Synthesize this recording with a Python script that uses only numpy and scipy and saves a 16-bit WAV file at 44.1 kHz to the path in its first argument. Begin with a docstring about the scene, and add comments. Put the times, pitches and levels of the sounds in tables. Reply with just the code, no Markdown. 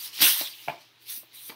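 """A sheet of aluminium foil is drawn crinkling from its box, then ripped off along the toothed edge.
Showers of tiny clicks make its fizz, crinkle and rasp; noise bursts make its snaps and ringing folds.
The roll then knocks in the cardboard box as it swings away: decaying modes with a scuff of noise.
The loose sheet rustles twice more, and near the second rustle the box is put down on the counter.
Dull cardboard bumps fall in between; a small kitchen's reflections, air noise and hum lie behind."""
import sys
import numpy as np
from scipy import signal
from scipy.io import wavfile
from scipy.ndimage import uniform_filter1d

SR = 44100
rng = np.random.default_rng(int(sys.argv[2]) if len(sys.argv) > 2 else 0)


def to_wav(s):
    """Save 16-bit WAV."""
    ch = np.atleast_2d(s).T  # columns
    pcm = np.round(np.clip(ch, -1, 1) * 32767)  # PCM
    wavfile.write(sys.argv[1], SR, pcm.astype(np.int16))


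N = 68355  # length in samples

# Foil movement, levels before the layer trims: [t/s, fizz level/dB, crinkle level/dB]
# drawing the sheet from the box
DRAW = [(0.0, -40, -45.5), (0.052, -38, -42), (0.072, -44, -41.5), (0.114, -59, -48.5), (0.148, -45, -42),
        (0.178, -43, -38), (0.205, -37.5, -29.5)]
# tearing it off: same columns
TEAR = [(0.218, -19.5, -20.5), (0.23, -18.5, -19.5), (0.274, -17.5, -20.5), (0.368, -32.5, -34.5),
        (0.404, -32.5, -29.5), (0.48, -42.5, -41.5), (0.536, -55, -48.5), (0.664, -53, -48.5),
        (0.69, -56, -49)]
# waving the loose sheet about: same columns
WAVE = [(0.73, -62.5, -52.5), (0.774, -73, -57.5), (0.82, -63.5, -54.5), (0.92, -80, -69),
        (0.978, -85, -70), (1.026, -59, -58), (1.048, -62.5, -60.5), (1.1, -37, -42.5),
        (1.176, -39.5, -47.5), (1.218, -51, -62), (1.296, -95, -65.5), (1.348, -47.5, -53.5),
        (1.4, -48.5, -51), (1.486, -42.5, -51), (1.496, -45.5, -45), (1.55, -64, -61.5)]
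# the rip running along the toothed edge, before its trim: [t/s, level/dB]
RIP = [(0.15, -62), (0.195, -44.5), (0.218, -29.5), (0.25, -32.5), (0.275, -40.5), (0.31, -43.5),
       (0.35, -68), (0.39, -76)]
# spectrum of the finest buckles: [f/Hz, level/dB per Hz]
FIZZ = [(3000, -44.5), (6000, -7), (7700, -19.5), (8200, -2.5), (9800, -3.5), (11500, 0), (13200, 1.5),
        (15700, 0.5)]
# spectrum of the wider buckles and the snaps: [f/Hz, level/dB per Hz]
CRINKLE = [(100, -53), (300, -22), (600, -22), (900, -12), (1400, -15), (2100, -5.5), (2900, -0.5),
           (4000, 1.5), (5500, -3.5), (7200, -14), (10000, -20)]
# spectrum of the teeth heard through the box, and of its scuffs: [f/Hz, level/dB per Hz]
RASP = [(40, -47), (90, -34), (140, -2), (200, -11.5), (280, 3), (520, -4.5), (850, -3), (1150, -1),
        (1600, 0.5), (2700, 3.5), (4000, -10.5), (7000, -17)]
FIZZ_TRIM_DB, CRINKLE_TRIM_DB, RIP_TRIM_DB = 3.5, -0.5, 1
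FIZZ_PER_S, CRINKLE_PER_S, TEETH_PER_S = 9000, 4000, 1500  # average clicks per second
FIZZ_SPREAD_DB, CRINKLE_SPREAD_DB, TEETH_SPREAD_DB = 1, 2, 3.2  # scale of the random click sizes
# depth, width and duration of the patches where the flexing sheet gets louder or softer
PATCH_DB, PATCH_HZ, PATCH_S = 2.5, 700, 0.037
# sharp snaps of the sheet, before the room: [t/s, peak level/dB]
SNAPS = [(0.2055, -16), (0.2205, -6), (0.2302, -9), (0.2412, -15), (0.441, -32), (0.454, -26),
         (0.4735, -22.5)]
SNAP_DECAY_S = 0.00161  # time constant
# folds that ring briefly as they flex: [t/s, length/s, f/Hz, level/dB before the swell]
FOLDS = [(0.0, 0.019, 4700, -42.5), (0.037, 0.069, 5260, -47.5), (0.13, 0.022, 3130, -44.5),
         (0.222, 0.051, 2770, -23), (0.239, 0.061, 1550, -32.5), (0.294, 0.023, 3110, -26.5),
         (0.44, 0.051, 3520, -39), (0.492, 0.047, 4720, -47.5), (0.584, 0.033, 2900, -48.5),
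         (1.086, 0.03, 5690, -46), (1.139, 0.02, 3780, -53.5), (1.337, 0.035, 4750, -60.5),
         (1.366, 0.07, 3190, -57)]
FOLD_WIDTH_HZ = 350

# modes of the roll in its box: [f/Hz, level/dB, t60/s]
ROLL_MODES = [(149.5, -16, 0.072), (309, -20.5, 0.09), (605, -13, 0.1), (702, 0, 0.058), (798, -1, 0.022),
              (878, -4.5, 0.055), (1012, -28.5, 0.21), (1387, -14, 0.03), (1683, -12, 0.052),
              (2320, -3.5, 0.026), (2537, -19, 0.062), (2760, -40, 0.055), (3050, -19, 0.056)]
# knocks of the roll: [t/s, level/dB, low-pass cut-off f/Hz]
KNOCKS = [(0.677, -35, 1020), (0.6822, -21, 3840), (0.6955, -26.5, 5030)]
# modes of the box on the counter: [f/Hz, level/dB, t60/s]
COUNTER_MODES = [(338, -4.5, 0.071), (455, -6, 0.031), (880, -16, 0.11), (1195, -12.5, 0.2),
                 (1980, -2.5, 0.019), (2305, 0, 0.03), (3100, -1, 0.043), (4640, 0.5, 0.03)]
# touches of the box on the counter: [t/s, level/dB, low-pass cut-off f/Hz]
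TOUCHES = [(1.4905, -52, 8000), (1.4965, -38.5, 4030), (1.5012, -38, 7000)]
SCUFF_DB, SCUFF_DECAY_S = -11, 0.015  # relative to the blow; time constant
# dull bumps and scrapes of the box: [t/s, level/dB before the envelope, decay/s, cut-off f/Hz]
BUMPS = [(0.217, -38.5, 0.014, 237), (0.408, -33, 0.013, 1020), (0.719, -42, 0.028, 1170),
         (1.095, -63, 0.023, 2200), (1.173, -52.5, 0.0093, 276), (1.23, -50.5, 0.0088, 1100),
         (1.518, -46, 0.027, 1300)]
BUMP_RISE_S = 0.0028
# spectrum of rubbed cardboard: [f/Hz, level/dB per Hz]
CARDBOARD = [(40, -35), (100, -15.5), (150, -12.5), (210, -10.5), (320, 5), (450, -8), (620, 1), (880, 1.5),
             (1300, -2), (3000, -12)]
BOX_LOW_CUT_HZ = 90

# decay of the kitchen's reflections: [f/Hz, t60/s]
ROOM = [(100, 0.31), (800, 0.3), (3500, 0.43), (8000, 0.2), (15000, 0.43)]
FIZZ_WET_DB, CRINKLE_WET_DB, BOX_WET_DB = -15.5, -11.5, -10.5  # room level against the dry sound
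# spectrum of the air noise: [f/Hz, level/dB per Hz]
AIR = [(25, -17), (70, -15), (120, -1), (200, -9), (330, 1), (550, -10.5), (900, -5), (1500, -5),
       (4000, -1), (7500, -22.5), (15000, -17.5)]
AIR_DB = -62  # rms
# steady tones of the appliance hum: [f/Hz, rms level/dB]
HUM = [(118.4, -76.5), (323, -77)]
TOP_EDGE_HZ = 15760


def foil():
    """Fine buckles fizz, wider ones crinkle, and the teeth rasp through the box during the rip."""
    motion = list(DRAW) + list(TEAR) + list(WAVE)
    fizz = flexing(buckles(FIZZ, FIZZ_PER_S, FIZZ_SPREAD_DB))
    fizz = amp(FIZZ_TRIM_DB) * level(motion, axis=1) * fizz
    crinkle = flexing(buckles(CRINKLE, CRINKLE_PER_S, CRINKLE_SPREAD_DB))
    crinkle = amp(CRINKLE_TRIM_DB) * level(motion, axis=2) * crinkle
    rasp = amp(RIP_TRIM_DB) * level(RIP) * buckles(RASP, TEETH_PER_S, TEETH_SPREAD_DB)
    body = crinkle + rasp + snaps() + folds()
    return kitchen(fizz, FIZZ_WET_DB) + kitchen(body, CRINKLE_WET_DB)


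def buckles(points, per_s, spread_db):
    """A steady shower of tiny clicks of uneven size, coloured and set to rms 1."""
    size = amp(spread_db * np.minimum(rng.exponential(1, N), 4.5))
    polarity = rng.choice([-1, 1], N)
    happens = rng.random(N) < per_s / SR
    clicks = size * polarity * happens
    # even out the shower's power over 900 samples, about 20 ms
    power = uniform_filter1d(clicks ** 2, size=900)
    steady = clicks / np.sqrt(abs(power) + 1e-6)
    return unit(colour(steady, points))


def flexing(x):
    """The sheet's resonances shift at random as it bends: smooth gain patches in pitch and time."""
    hz, when, z = signal.stft(x, SR, nperseg=256, noverlap=192)
    field = rng.standard_normal((len(when), len(hz))).T
    spans = [PATCH_HZ / hz[1], PATCH_S / when[1]]  # in bins, in frames
    for axis, span in enumerate(spans):
        bell = np.exp(-(2 * np.arange(-40, 41) / span) ** 2)
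        field = signal.fftconvolve(field, np.expand_dims(bell, 1 - axis), "same")
    patches = amp(PATCH_DB * unit(field))
    flexed = signal.istft(z * patches, SR, nperseg=256, noverlap=192)[1]
    return unit(flexed[:N])


def snaps():
    """Larger creases give way in quick flurries, each a fast-dying burst of crinkle noise."""
    out, t = np.zeros(N), np.arange(SR // 20) / SR
    for s, db in SNAPS:
        burst = rng.standard_normal(len(t)) * np.exp(-t / SNAP_DECAY_S)
        snap = colour(burst, CRINKLE)
        add(out, s, amp(db) * snap / abs(snap).max())
    return out


def folds():
    """A run of small slips rings one fold: band-passed noise that swells and fades."""
    out = np.zeros(N)
    for s, length, hz, db in FOLDS:
        t = np.arange(0, length, 1 / SR)
        slips = rng.standard_normal(SR // 4)
        edges = [hz - FOLD_WIDTH_HZ / 2, hz + FOLD_WIDTH_HZ / 2]
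        band = signal.butter(2, edges, "bandpass", fs=SR, output="sos")
        ring = unit(signal.sosfilt(band, slips)[:len(t)])
        swell = np.sin(np.pi * t / length)
        add(out, s, amp(db) * ring * swell)
    return out


def cardboard_box():
    """Roll knocks, counter touches and bumps, placed in the kitchen with the deep bass cut."""
    dry_box = blows(KNOCKS, ROLL_MODES) + blows(TOUCHES, COUNTER_MODES) + bumps()
    low_cut = signal.butter(4, BOX_LOW_CUT_HZ, "highpass", fs=SR, output="sos")
    return signal.sosfilt(low_cut, kitchen(dry_box, BOX_WET_DB))


def blows(rows, modes):
    """Each blow rings the modes with a short scuff of cardboard, dulled by its own low-pass."""
    out, t = np.zeros(N), np.arange(SR // 3) / SR
    for s, db, cut_hz in rows:
        ring = np.zeros(len(t))
        for hz, mode_db, t60 in modes:
            decay = amp(-60 * t / t60)
            ring += amp(mode_db) * decay * np.sin(2 * np.pi * hz * t) * rng.choice([-1, 1])
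        scuff = unit(colour(rng.standard_normal(len(t)), RASP)) * np.exp(-t / SCUFF_DECAY_S)
        soften = signal.butter(2, min(cut_hz, SR / 3), fs=SR)
        add(out, s, amp(db) * signal.lfilter(*soften, ring + amp(SCUFF_DB) * scuff))
    return out


def bumps():
    """The box gives and scrapes without ringing: low-passed noise with a soft onset."""
    out, t = np.zeros(N), np.arange(SR // 5) / SR
    for s, db, decay_s, cut_hz in BUMPS:
        dull = signal.butter(4, cut_hz, fs=SR, output="sos")
        rub = signal.sosfilt(dull, colour(rng.standard_normal(len(t)), CARDBOARD))
        envelope = np.minimum(t / BUMP_RISE_S, 1) * np.exp(-t / decay_s)
        add(out, s, amp(db) * unit(rub) * envelope)
    return out


def kitchen(x, wet_db):
    """Adds reflections from cupboards and walls: random taps, each frequency with its own decay."""
    t = np.arange(SR // 2) / SR
    # a random tenth of the samples reflect, none in the first 2 ms
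    taps = rng.standard_normal(len(t)) * (rng.random(len(t)) < .1) * (t > .002)
    hz, when, z = signal.stft(taps, SR, nperseg=256)
    decay = amp(-60 * when / read(ROOM, hz)[:, None])
    tail = signal.istft(z * decay, SR)[1]
    wet = signal.fftconvolve(x, tail / np.linalg.norm(tail))[:N]
    return (x + amp(wet_db) * wet) / np.hypot(1, amp(wet_db))


def room_tone():
    """Faint coloured air noise and the steady sine tones of appliance hum."""
    t = np.arange(N) / SR
    hum = np.zeros(N)
    for hz, db in HUM:
        hum += amp(db) * np.sqrt(2) * np.sin(2 * np.pi * (hz * t + rng.random()))
    air = unit(colour(rng.standard_normal(N), AIR))
    return hum + amp(AIR_DB) * air


def amp(db):
    """Decibels to gain."""
    return 10 ** (np.asarray(db) / 20)


def unit(x):
    """Scales to rms 1."""
    return x / np.sqrt(np.mean(x ** 2) + 1e-20)


def read(points, hz):
    """Reads a table of values on a log-frequency axis."""
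    f, value = np.transpose(points)
    return np.interp(np.log(hz + 1), np.log(f + 1), value)


def level(rows, axis=1):
    """One dB column of a curve as a gain per sample."""
    rows = np.array(rows)
    return amp(np.interp(np.arange(N) / SR, rows[:, 0], rows[:, axis]))


def add(mix, s, sound):
    """Mixes a sound in at time s, in seconds."""
    part = mix[round(s * SR):][:len(sound)]
    part += sound[:len(part)]


def colour(x, points, size=2048):
    """Causal minimum-phase filter of the given spectrum."""
    hz = abs(np.fft.fftfreq(size, 1 / SR))
    log_gain = np.log(amp(read(points, hz)))
    response = np.exp(np.conj(signal.hilbert(log_gain)))
    taps = np.fft.ifft(response).real[:size // 2]
    return signal.fftconvolve(x, taps)[:len(x)]


def scene():
    """Foil, box and room at one microphone."""
    return (foil() + cardboard_box() + room_tone())[None]


def record(dry):
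    """The recorder's band limit: a steep low-pass."""
    taps = signal.firwin(801, TOP_EDGE_HZ, window=("kaiser", 9), fs=SR)
    return signal.oaconvolve(dry, taps[None], "same")


dry = scene()
out = record(dry)
to_wav(out)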